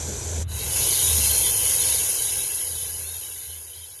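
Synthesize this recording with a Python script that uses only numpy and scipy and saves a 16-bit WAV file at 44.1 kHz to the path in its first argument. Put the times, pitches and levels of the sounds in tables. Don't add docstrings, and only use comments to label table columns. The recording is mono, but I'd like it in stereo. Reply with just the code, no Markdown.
import sys
import numpy as np
from scipy import signal
from scipy.fft import rfft, irfft
from scipy.io import wavfile

SR = 44100
rng = np.random.default_rng(int(sys.argv[2]) if len(sys.argv) > 2 else 0)


def persist_wave(psi):
    counts = np.round(np.clip(psi, -1, 1) * 32767).astype(np.int16)
    wavfile.write(sys.argv[1], SR, np.atleast_2d(counts).T)


N = 176400
T = np.arange(N) / SR
FRAME, HOP = 1024, 256
HZ = np.fft.rfftfreq(FRAME, 1 / SR)
TIMES = np.arange(N // HOP + 5)[:, None] * HOP / SR

# (time [s], relative level [dB])
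OUT_PUSH = [(.465, -51), (.49, -20.5), (.54, -12.5), (.63, -7.5), (.71, -5.5), (.77, -1.5), (1.15, 1),
            (1.4, -0.5), (1.55, -3), (1.72, -1), (1.95, -1.5), (2.38, -6.5), (2.48, -9), (2.7, -11),
            (2.85, -12), (3.4, -17.5), (3.7, -22), (4, -24.5)]
# (time [s], treble [dB], whistle [dB], hollow [dB])
BAND_BOOSTS = [(.5, -1.5, -9, 7.5), (.8, 1.5, 1, 2), (1.2, 1.5, -3, -0.5), (1.55, 3.5, 2, 1.5),
               (1.8, 0.5, 6, 0.5), (2.2, 2, 0, -0.5), (2.65, 3, 6.5, 2), (3, 3.5, -1.5, 2),
               (3.4, 5, -6.5, 2), (4, 3.5, -4.5, 3)]
# (frequency [Hz], relative spectral level [dB])
OUT_SPECTRUM = [(60, -45), (250, -33), (400, -18), (480, -18), (600, -25.5), (1020, -23.5), (1220, -34),
                (1660, -25), (1810, -39), (1920, -25), (2300, -19.5), (2490, -24.5), (2720, -12.5),
                (2850, -30), (2970, -12.5), (3220, -17.5), (3360, -25), (3500, -19.5), (3660, -25),
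                (3810, -15.5), (4000, -18.5), (4310, -17), (4490, -34), (4660, -19), (4790, -22.5),
                (4920, -16.5), (5450, -16.5), (5700, -19), (5970, -14), (6130, -17), (6550, -9.5),
                (7350, -11.5), (7560, -25), (7720, -19), (8280, -13.5), (8850, -18), (9200, -7.5),
                (9700, -5), (10050, -10), (10560, 2), (10760, -10), (10930, -2), (11120, -9), (11400, -3),
                (11850, -14.5), (12350, -10.5), (13500, -27), (14400, -24)]
# (centre [Hz], width [Hz], gain [dB per dB lost])
EBB_RESONANCES = [(1580, 440, .15), (2760, 66, -0.2), (3140, 330, -0.1424), (3930, 290, -.2),
                  (10990, 272, 0.4449)]
# (time [s], centre [Hz], gain [dB])
PIPE_RESONANCE = [(1, 1411, 1), (1.8, 1576, 2), (3.4, 1660, 3)]
# (frequency [Hz], left over right [dB])
OUT_LEAN = [(300, 0), (600, 3), (900, 0), (2700, -1), (3020, 4), (3400, 0), (5800, 1), (6100, 5), (6600, 1),
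            (7220, -5), (7800, 4), (8500, -3), (9000, -2), (9600, 6), (10050, -1), (10600, 3), (10800, -4),
            (11550, 8), (11900, -3), (12600, 0)]
# (frequency [Hz], coherence [0-1])
OUT_COHERENCE = [(200, .75), (450, .86), (1000, .72), (1250, .35), (1600, .92), (2200, .35), (3200, .28),
                 (3580, .9), (3900, .35), (4600, .35), (4780, .7), (5000, .35), (5700, .35), (6600, .75),
                 (7400, .65), (7800, .15), (8500, .5), (9300, .92), (11200, .93), (11750, .35),
                 (12200, .86), (12900, .55), (13250, 1)]
# (frequency [Hz], left lead [rad])
OUT_LEAD = [(450, .1), (750, -.5), (1150, .8), (1500, 0), (2000, .1), (2300, 2.5), (3100, 2.8), (3500, 0),
            (4000, 1.5), (4400, 2.8), (4600, .8), (4780, 0), (5100, 2.3), (5600, .5), (6300, -.2),
            (7000, .7), (7300, 3), (7600, 3), (8350, -.3), (8900, 2.7), (9500, 2.4), (9850, 1.4),
            (10400, 2.4), (10650, 1.9), (10900, 2.9), (11400, 2.6), (11900, 2.1), (12900, 2.1),
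            (13250, 3.14)]
# (frequency [Hz], relative spectral level [dB])
IN_SPECTRUM = [(60, -30), (250, -14), (430, -6), (650, -14), (1000, -16), (1230, -27), (1600, -15.5),
               (1850, -23), (2400, -15), (2830, -24), (3050, -16), (5500, -16.5), (5950, -6), (6700, -12),
               (7270, 0), (7700, -10), (8300, -10), (8750, -19), (9500, -15), (10100, -28), (11100, -7),
               (11800, -19), (12300, -15), (13000, -24), (13350, -55)]
# (frequency [Hz], left over right [dB], coherence [0-1], left lead [rad])
IN_STEREO = [(300, 0, .9, 0), (1600, 0, .75, 0), (2500, -1, .25, 2.6), (5200, 3, .4, 1.7),
             (5950, 8, .65, -.2), (6800, -3, .75, .2), (7250, -9, .9, -3), (8300, -2, .7, -6),
             (8800, 1, .7, -3.8), (9600, 4, .5, -4), (11100, -5, .7, -3.6), (12800, 0, .95, -3.14)]
# (time [s], level [dB])
BUMP_EVENTS = [(.091, -37.5), (.376, -41.5), (1.18, -40)]
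# (frequency [Hz], relative spectral level [dB])
BUMP_SPECTRUM = [(40, -23), (130, -6), (210, 10.5), (320, -5), (450, 3), (900, -17), (1500, -40),
                 (6000, -60)]
# (time [s], pitch [Hz], level [dB])
DRONE_TONE = [(0, 79, -36.5), (.22, 81, -40), (.38, 83.1, -26), (.5, 79.7, -35), (.75, 74.1, -37.5),
              (.98, 82.1, -71), (1.08, 80, -30.5), (1.16, 77.3, -27), (1.28, 72.1, -35.5), (1.45, 60, -39),
              (1.78, 76, -49), (1.88, 75.4, -39.5), (2.01, 74.3, -44), (2.08, 77.1, -61), (2.58, 82.4, -67),
              (2.72, 82.3, -41.5), (2.88, 81.6, -54), (3, 82.4, -45), (3.17, 82.4, -44.5),
              (3.24, 83.1, -62), (3.31, 83, -50), (3.44, 82, -62), (3.49, 80.6, -44), (3.6, 81, -48),
              (3.72, 84, -60), (3.79, 83, -46.5), (4, 82, -76)]
# (time [s], level [dB])
RUMBLE_LEVEL = [(0, -37), (.6, -35.5), (1.2, -38.5), (1.9, -41.5), (2.15, -47), (2.35, -44), (2.55, -50.5),
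                (2.88, -47.5), (3.25, -57), (3.55, -58), (4, -62)]
# (frequency [Hz], relative spectral level [dB])
RUMBLE_SPECTRUM = [(15, -34), (32, -18), (58, -16), (85, 7.5), (115, -7), (145, -6), (210, -16),
                   (300, -19.5), (700, -29), (3000, -36), (12000, -101)]

OUT_DB, IN_DB = -16.5, -30
TREBLE_HZ, TREBLE_EDGE_HZ = 9000, 500
WHISTLE_HZ, WHISTLE_WIDTH_HZ = 10620, 150
HOLLOW_HZ, HOLLOW_WIDTH_HZ = 453, 1230
PATCH_DB, PATCH_HZ, PATCH_S = 1.05, 350, .007
FLUTTER_DB, FLUTTER_HZ = .45, 140


def hiss_out():
    push_db, = over_time(OUT_PUSH, TIMES)
    treble_db, whistle_db, hollow_db = over_time(BAND_BOOSTS, TIMES)
    pipe_hz, pipe_db = over_time(PIPE_RESONANCE, TIMES)
    ebb_slope = sum(slope * bell(hz, width_hz) for hz, width_hz, slope in EBB_RESONANCES)
    change_db = (treble_db * .5 * (1 + np.tanh((HZ - TREBLE_HZ) / TREBLE_EDGE_HZ))
                 + whistle_db * bell(WHISTLE_HZ, WHISTLE_WIDTH_HZ)
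                 - push_db * ebb_slope
                 + pipe_db * bell(pipe_hz, width_hz=160)
                 + hollow_db * bell(HOLLOW_HZ, HOLLOW_WIDTH_HZ)
                 + PATCH_DB * patches(PATCH_HZ, PATCH_S)
                 + upper_mid_flicker(push_db))
    stereo = over_frequency(OUT_LEAN) + over_frequency(OUT_COHERENCE) + over_frequency(OUT_LEAD)
    jet = coloured_noise(OUT_SPECTRUM, change_db, *stereo)
    level_db = OUT_DB + over_time(OUT_PUSH, T)[0] + FLUTTER_DB * wander(FLUTTER_HZ)
    return amp(level_db) * jet


def upper_mid_flicker(level_db):
    depth_db = 8 * bell(3700, width_hz=1100) * amp(-.26 * level_db)
    flicker = patches(width_hz=82, length_s=.032)
    return depth_db * 2 * (1 - np.exp(-.5 * flicker))


def hiss_in():
    stop_s, release_db_per_s = .427, 1351.5
    release_db = release_db_per_s * np.clip(T - stop_s, 0, .1)
    level_db = IN_DB - release_db + FLUTTER_DB * wander(FLUTTER_HZ)
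    turbulence_db = PATCH_DB * patches(PATCH_HZ, PATCH_S)
    return amp(level_db) * coloured_noise(IN_SPECTRUM, turbulence_db, *over_frequency(IN_STEREO))


def bumps():
    rise_s, fall_s = .0087, .027
    envelope = np.zeros(N)
    for peak_s, level_db in BUMP_EVENTS:
        width_s = np.where(T < peak_s, rise_s, fall_s)
        envelope += amp(level_db) * np.exp(-.5 * ((T - peak_s) / width_s) ** 2)
    return envelope * coloured_noise(BUMP_SPECTRUM, coherence=.97)


def drone():
    pitch_hz, level_db = over_time(DRONE_TONE, T)
    wavering_hz = pitch_hz * (1 + .032 * wander(rate_hz=9.4))
    tone = unit_rms(np.sin(2 * np.pi * np.cumsum(wavering_hz) / SR))
    rumble = amp(over_time(RUMBLE_LEVEL, T)[0]) * coloured_noise(RUMBLE_SPECTRUM)
    return amp(level_db) * tone + rumble


def coloured_noise(spectrum, change_db=0, balance_db=0, coherence=1, lead_rad=0):
    a, b, c, d = rng.standard_normal((4, len(TIMES), len(HZ)))
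    left, independent = a + 1j * b, c + 1j * d
    coherence = np.clip(coherence, 0, 1)
    right = (coherence * left + np.sqrt(1 - coherence ** 2) * independent) * np.exp(-1j * lead_rad)
    lean = amp(balance_db)
    panned = np.array([left * lean, right]) * np.sqrt(2 / (1 + lean ** 2))
    coloured = panned * amp(over_frequency(spectrum)[0])
    frames = np.array([coloured, coloured * amp(change_db)]).swapaxes(-1, -2)
    plain, shaped = signal.istft(frames, nperseg=FRAME, noverlap=FRAME - HOP)[1][..., :N]
    return shaped / np.sqrt(np.mean(plain ** 2))


def patches(width_hz, length_s):
    white = rng.standard_normal((len(TIMES), len(HZ)))
    lingering = signal.lfilter([1], [1, -np.exp(-HOP / SR / length_s)], white, axis=0)
    return unit_rms(signal.lfilter([1], [1, -np.exp(-HZ[1] / width_hz)], lingering, axis=1))


def wander(rate_hz):
    ratio = np.fft.rfftfreq(N, 1 / SR) / rate_hz
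    band = ratio / (ratio + .15) / (1 + ratio ** 2)
    return unit_rms(irfft(rfft(rng.standard_normal(N)) * band, N))


def bell(hz, width_hz):
    return np.exp(-.5 * ((HZ - hz) / width_hz) ** 2)


def over_time(table, t):
    times, *columns = np.transpose(table)
    return [np.interp(t, times, column) for column in columns]


def over_frequency(table):
    hz, *columns = np.transpose(table)
    return [np.interp(np.log(HZ + 1), np.log(hz), column) for column in columns]


def amp(db):
    return 10 ** (np.asarray(db) / 20)


def unit_rms(x):
    return x / np.sqrt(np.mean(x ** 2) + 1e-20)


def scene():
    return hiss_in() + hiss_out() + bumps() + drone()


def record(dry):
    low_cut_hz, high_cut_hz = 42.3, 14450
    high_pass = signal.butter(4, low_cut_hz, btype="high", fs=SR, output="sos")
    low_pass = signal.firwin(511, high_cut_hz, window=("kaiser", 9), fs=SR)
    return signal.oaconvolve(signal.sosfilt(high_pass, dry), low_pass[None], "same")


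dry = scene()
out = record(dry)
persist_wave(out)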